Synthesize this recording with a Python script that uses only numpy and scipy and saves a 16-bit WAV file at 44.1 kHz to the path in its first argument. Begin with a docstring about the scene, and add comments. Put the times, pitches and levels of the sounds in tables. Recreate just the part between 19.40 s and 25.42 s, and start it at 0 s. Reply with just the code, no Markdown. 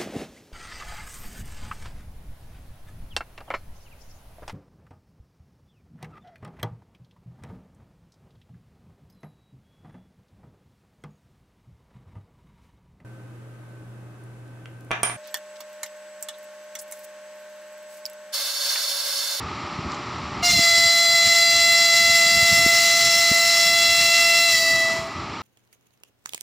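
"""One long, high air whistle from an electric locomotive, heard from the station platform beside it.
The note starts sharp, settles, sags as the valve closes and dies away in its own rush of air.
Reflections between the trains keep shifting its colour, and a faint echo crosses the station.
Cooling fans drone behind it, wind bumps the single microphone, and the recorder's gain control
ducks both under the note."""
import sys
import numpy as np
from scipy import signal
from scipy.fft import rfft, irfft
from scipy.io import wavfile
from scipy.ndimage import uniform_filter1d

SR = 44100
rng = np.random.default_rng(int(sys.argv[2]) if len(sys.argv) > 2 else 0)


def file_out(sig):
    """Save sig as 16-bit WAV at sys.argv[1]."""
    # one column per channel
    cols = np.atleast_2d(sig).T
    # limit, then scale
    lim = np.clip(cols, -1, 1)
    pcm = np.round(lim * 32767).astype(np.int16)
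    wavfile.write(sys.argv[1], SR, pcm)


N = 265482
TIME = np.arange(N) / SR
BIN_HZ = np.fft.rfftfreq(N, 1 / SR)
VALVE_OPEN_S, VALVE_SHUT_S = 1.024, 5.104


# The pipe's partials from the platform; pressure_share scales the pressure's rise and fall in dB.
# harmonic, sharp_db, settled_db, late_db, sagged_db, pressure_share, stop_s
PIPE_PARTIALS = [(1, -21.5, -21, -21.5, -22.5, 0.43, 5.7), (2, -31.5, -26.5, -28, -38.5, 0.71, 5.7),
                 (3, -16.5, -12, -13, -9.5, 0.79, 5.605), (4, -20.5, -24.5, -25, -25, 0.67, 5.58),
                 (5, -28, -20.5, -25.5, -26, 1, 5.62), (6, -21, -15, -16.5, -19.5, .9, 5.51),
                 (7, -23, -17.5, -25, -17.5, 1.54, 5.5), (8, -19.5, -23.5, -26, -23.5, 1, 5.5),
                 (9, -24, -26, -30, -28.5, 1, 5.48), (10, -24.5, -29.5, -32, -33, 1.1, 4.8),
                 (11, -38, -20.5, -26.5, -25, 1.6, 5.5)]
# Faint partials at the top of the note: harmonic, level_db
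TOP_PARTIALS = [(12, -57), (13, -44), (14, -41), (16, -63)]
# Slow swells of harmonics 3, 4 and 6 in the held note: time_s, change_db
SWELL_3 = [(1.25, -0.5), (1.42, 2.3), (1.6, -3), (1.78, 1), (2.95, 0.8), (3.7, -1), (4.35, -0.8),
           (5.08, -1.7)]
SWELL_4 = [(1.25, -5.8), (1.55, -12.5), (2.05, 1), (3.25, 1.5), (3.55, -3.5), (4.2, 0.7), (4.65, 8.5),
           (5.08, 7.6)]
SWELL_6 = [(1.25, 0.5), (1.601, 4), (2.55, 2.5), (3.25, -6.1), (3.55, -0.5), (4.25, -2.5), (4.55, 1.5),
           (4.85, -3.5), (5.08, 3.2)]
# Reflections cancel or lift one partial at the microphone: centre_s, harmonic, half_length_s, change_db
REFLECTION_FADES = [(1.06, 7, 0.031, 10), (1.113, 1, 0.014, -15), (1.116, 4, 0.016, -12),
                    (1.11, 5, .025, 7), (1.22, 8, .07, 4.5), (1.131, 3, 0.0087, -11), (1.126, 6, .018, 4),
                    (1.164, 1, 0.014, -9.5), (1.173, 2, 0.049, -11), (1.188, 4, .05, 6),
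                    (3.65, 9, 0.23, 10), (4.02, 5, .09, -12), (4.1, 8, 0.84, 6), (4.45, 5, 0.41, 5),
                    (5.16, 1, .028, -7.5), (5.19, 4, 0.027, -7), (5.216, 3, 0.062, -6),
                    (5.23, 5, 0.022, -14)]

def partial_levels(settled, sagged, stop_drop_db=13):
    """Each partial's level in dB follows the pressure, the pitch glides and the reflections."""
    blow_db = pressure_db()
    late = ease(2.96, 0.1)  # the reflections shift once in mid-note
    levels = {}
    for k, sharp_db, settled_db, late_db, sagged_db, share, stop_s in PIPE_PARTIALS:
        held_db = settled_db + late * (late_db - settled_db)
        db = sharp_db + settled * (held_db - sharp_db) + sagged * (sagged_db - held_db)
        stopped = ease(stop_s, 0.0092)  # only a faint ring stays
        levels[round(k)] = db + share * blow_db - stop_drop_db * stopped
    for k, swell in ((3, SWELL_3), (4, SWELL_4), (6, SWELL_6)):
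        levels[k] += settled * (1 - sagged) * np.interp(TIME, *np.transpose(swell))
    for centre_s, k, half_s, change_db in REFLECTION_FADES:
        levels[round(k)] += change_db * np.exp(-((TIME - centre_s) / half_s) ** 2)
    return list(levels.items()) + [(round(k), blow_db + db) for k, db in TOP_PARTIALS]


# The partials that waver least on their way to the platform: harmonic
STEADY_HARMONICS = (1, 3, 4, 6, 11)

def whistle(held_hz=677.55, sink_hz_per_s=0.45, sharp_hz=28, sag_hz=14, jitter=0.001084, rise_s=0.0059):
    """An air-blown pipe on one unsteady pitch, shaken by its jet and by shifting reflections."""
    settled, sagged = ease(1.145, 0.0304), ease(5.125, 0.0154)
    sink_hz = sink_hz_per_s * (TIME - VALVE_OPEN_S)  # the pitch sinks as the air is used
    pitch_hz = held_hz - sink_hz + sharp_hz * (1 - settled) - sag_hz * sagged
    phase = 2 * np.pi * np.cumsum(pitch_hz * (1 + jitter * wander(rate_hz=28.9))) / SR
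    settling = 2 * np.sqrt(settled * (1 - settled))
    note = np.zeros(N)
    for k, db in partial_levels(settled, sagged):
        # short waves suffer most from moving air on the paths between the trains
        fading = min(0.043 * k, 0.35) * (0.35 if k in STEADY_HARMONICS else 1)
        sputter = 0.08 * (k - 1) * settling
        flutter = min(0.057 * k, 0.22) + sputter
        steady = np.sqrt(np.maximum(1 - fading ** 2 - flutter ** 2, 0))
        waver = steady + fading * scatter(rate_hz=10.2) + flutter * scatter(rate_hz=36)
        partial = np.exp(1j * (k * phase + 2 * np.pi * rng.random()))
        note += from_db(db) * (waver * partial).real
    opening = np.clip((TIME - VALVE_OPEN_S) / rise_s, 0, 1)
    return np.sqrt(2) * opening * note


def pressure_db(build_s=0.034, first_second_drop_db=76):
    """The air pressure builds quickly, holds at 0 dB and bleeds ever faster once the valve shuts."""
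    build = 1 - np.exp(-np.maximum(TIME - VALVE_OPEN_S, 0) / build_s)
    bleed_db = first_second_drop_db * np.maximum(TIME - VALVE_SHUT_S, 0) ** 1.64
    return 20 * np.log10(build + 1e-5) - bleed_db


# The broad rush of air around the note: frequency_hz, density_db
JET_SPECTRUM = [(500, -77), (750, -77), (1600, -66.5), (1880, -57.5), (2250, -57), (2450, -60),
                (3600, -59.5), (4000, -51.5), (5450, -50.5), (6500, -57), (7300, -51.5), (8400, -62),
                (9900, -62.5), (13800, -73)]
# Narrow peaks in the rush of air; the one near 15 kHz is the microphone's own resonance.
# centre_hz, width_hz, density_db
JET_AND_MIC_PEAKS = [(1250, 49, -58), (2774, 220, -58.5), (4020, 115, -46.5), (5380, 96, -49.5),
                     (15060, 1040, -60.5)]

def air_jet(fizz_growth=1.22, split_hz=8000, reflection_s=0.00099):
    """Turbulent air at the whistle's lip; its top end dies first as the pressure falls."""
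    # a close reflection ripples the spectrum
    ripple = abs(1 + 0.095 * np.exp(-2j * np.pi * BIN_HZ * reflection_s))
    density = colour(JET_SPECTRUM, JET_AND_MIC_PEAKS) * ripple
    treble_share = 1 / (1 + (split_hz / (BIN_HZ + 1)) ** 8)
    blow_db = pressure_db() + 0.79 * wander(rate_hz=27)
    body = noise(density * np.sqrt(1 - treble_share))
    body *= from_db(blow_db + 1.4 * wander(rate_hz=8.2))
    fizz = noise(density * np.sqrt(treble_share))
    fizz *= from_db(fizz_growth * blow_db + 0.29 * wander(rate_hz=3.8))
    return body + fizz


def with_station_echo(sound, delay_s=0.23, level_db=-23.5):
    """The direct sound and one faint return from the far side of the station."""
    return sound + from_db(level_db) * np.interp(TIME - delay_s, TIME, sound, left=0)


# Fans of the standing locomotives, behind the whistle: frequency_hz, density_db
FAN_SPECTRUM = [(40, -96), (90, -67), (380, -65), (510, -77.5), (850, -65), (1020, -66.5), (1260, -59),
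                (1500, -75), (2100, -70.5), (3550, -79), (4100, -77), (5900, -82), (6600, -96.5),
                (13000, -124)]
# The fans' thin hiss, with the microphone's faint resonance near 15 kHz: centre_hz, width_hz, density_db
FAN_AND_MIC_PEAKS = [(7200, 580, -87), (8900, 1500, -106), (15000, 760, -116)]

def cooling_fans(blade_hz=592, blade_db=-53):
    """A steady roar of cooling air with one wavering blade tone."""
    swell_db = 0.6 * wander(rate_hz=6)
    roar = noise(colour(FAN_SPECTRUM, FAN_AND_MIC_PEAKS)) * from_db(swell_db)
    phase = 2 * np.pi * np.cumsum(blade_hz * (1 + 0.00074 * wander(rate_hz=5))) / SR
    blade_tone = np.sqrt(2) * from_db(blade_db + 1.6 * wander(rate_hz=1.4)) * np.sin(phase)
    return roar + blade_tone


# Wind rumble right on the microphone: frequency_hz, density_db
WIND_SPECTRUM = [(20, -92), (45, -69), (75, -57), (130, -60.5), (220, -62.5), (400, -74), (600, -82.5),
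                 (3000, -160)]
# Gusts rising out of the breeze on the platform: peak_s, half_length_s, gain_db
GUSTS = [(.07, 0.076, 2), (.44, 0.086, 1.5), (.9, 0.14, 3), (1.14, .05, 8), (1.42, 0.082, 3),
         (1.88, 0.13, -1), (2.2, 0.13, 0.5), (2.65, 0.076, 2), (2.95, 0.099, 4), (3.27, 0.13, 5),
         (3.65, 0.036, 1), (4.35, 0.17, -4.5), (4.65, .06, -4), (5.3, 0.091, 0), (5.84, .07, -0.5)]
# Single eddies that bump the microphone: centre_s, level_db, pitch_hz
EDDIES = [(0.391, -21, 130), (1.193, -7, 205), (3.03, -15, 109), (3.118, -17, 140.2), (3.129, -12, 136),
          (3.264, -8, 242), (3.916, -7.5, 145), (3.92, -11, 281), (5.594, -24, 120)]

def microphone_wind(breeze_db=-9.5, lumps_db=4.0, eddy_cycles=0.4, low_cut_hz=55):
    """Lumpy, gusting rumble, and eddies that each push and pull the diaphragm once."""
    gust_power = sum(from_db(db) ** 2 * np.exp(-((TIME - peak_s) / half_s) ** 2)
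                     for peak_s, half_s, db in GUSTS)
    strength = np.sqrt(from_db(breeze_db) ** 2 + gust_power)
    rumble = noise(colour(WIND_SPECTRUM)) * strength * from_db(lumps_db * wander(rate_hz=11.6))
    for centre_s, db, pitch_hz in EDDIES:
        cycles = (TIME - centre_s) * pitch_hz
        rumble -= from_db(db) * np.sin(2 * np.pi * cycles) * np.exp(-(cycles / eddy_cycles) ** 2)
    # the small microphone lets no deep bass through
    return signal.sosfilt(signal.butter(2, low_cut_hz, "highpass", fs=SR, output="sos"), rumble)


# Two faint scuffs before the whistle: start_s, level_db, decay_s
SCUFFS = [(.519, -24, .002), (.544, -31, .006)]

def scuffs():
    """Tiny dry bursts of bright noise."""
    envelope = sum(from_db(db) * (TIME > start_s) * np.exp(-abs(TIME - start_s) / decay_s)
                   for start_s, db, decay_s in SCUFFS)
    return band_pass(envelope * rng.standard_normal(N), band_hz=(3500, 7500), order=6)


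def from_db(db):
    """Decibels to gain."""
    return 10 ** (np.asarray(db) / 20)


def ease(at_s, ease_s):
    """A smooth step from 0 to 1 around a moment."""
    return 0.5 + 0.5 * np.tanh((TIME - at_s) / (2 * ease_s))


def band_pass(sound, band_hz, order):
    """The part of a sound between two frequencies."""
    return signal.sosfilt(signal.butter(order, band_hz, "bandpass", fs=SR, output="sos"), sound)


def colour(spectrum, peaks=()):
    """A broad spectrum plus narrow peaks, as an amplitude density for every bin."""
    hz, db = np.transpose(spectrum)
    power = from_db(np.interp(np.log(BIN_HZ + 1), np.log(hz), db)) ** 2
    for centre_hz, width_hz, peak_db in peaks:
        power += from_db(peak_db) ** 2 * np.exp(-2 * ((BIN_HZ - centre_hz) / width_hz) ** 2)
    return np.sqrt(power)


def noise(density):
    """Noise with the given amplitude per root Hz."""
    return irfft(rfft(rng.standard_normal(N)) * density, N) * np.sqrt(SR / 2)


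def wander(rate_hz, size=4096):
    """Random drift of rms 1, mostly slower than the rate."""
    hz = np.fft.rfftfreq(size, N / SR / size)
    drift = irfft(rfft(rng.standard_normal(size)) / (1 + (hz / rate_hz) ** 2), size)
    return np.interp(TIME, np.linspace(0, N / SR, size), drift / drift.std())


def scatter(rate_hz):
    """Random drift of both size and phase, of power 1."""
    return (wander(rate_hz) + 1j * wander(rate_hz)) / np.sqrt(2)


def scene():
    """Everything reaches one microphone on the platform, alike in both channels."""
    mono = with_station_echo(whistle()) + air_jet() + cooling_fans() + microphone_wind() + scuffs()
    return np.array([mono, mono])


def record(dry, threshold_db=-30, squeeze=0.47, recovery_db_per_s=80, lag_s=0.01, top_hz=15560):
    """The recorder's gain falls under the whistle and recovers as it fades; the top treble is cut."""
    piercing = band_pass(dry[0], band_hz=(3500, 5000), order=2)
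    power_db = 10 * np.log10(abs(uniform_filter1d(piercing ** 2, size=1800)) + 1e-12)
    recovery_db = TIME * recovery_db_per_s
    held_db = np.maximum.accumulate(power_db + recovery_db) - recovery_db  # peaks fall away slowly
    over_db = np.maximum(held_db - threshold_db, 0)
    pole = np.exp(-1 / (lag_s * SR))
    duck_db = squeeze * signal.lfilter([1 - pole], [1, -pole], over_db)
    low_pass = signal.firwin(1023, top_hz, window=("kaiser", 9), fs=SR)
    return signal.oaconvolve(dry * from_db(-duck_db), low_pass[None], "same", axes=1)


dry = scene()
out = record(dry)
file_out(out)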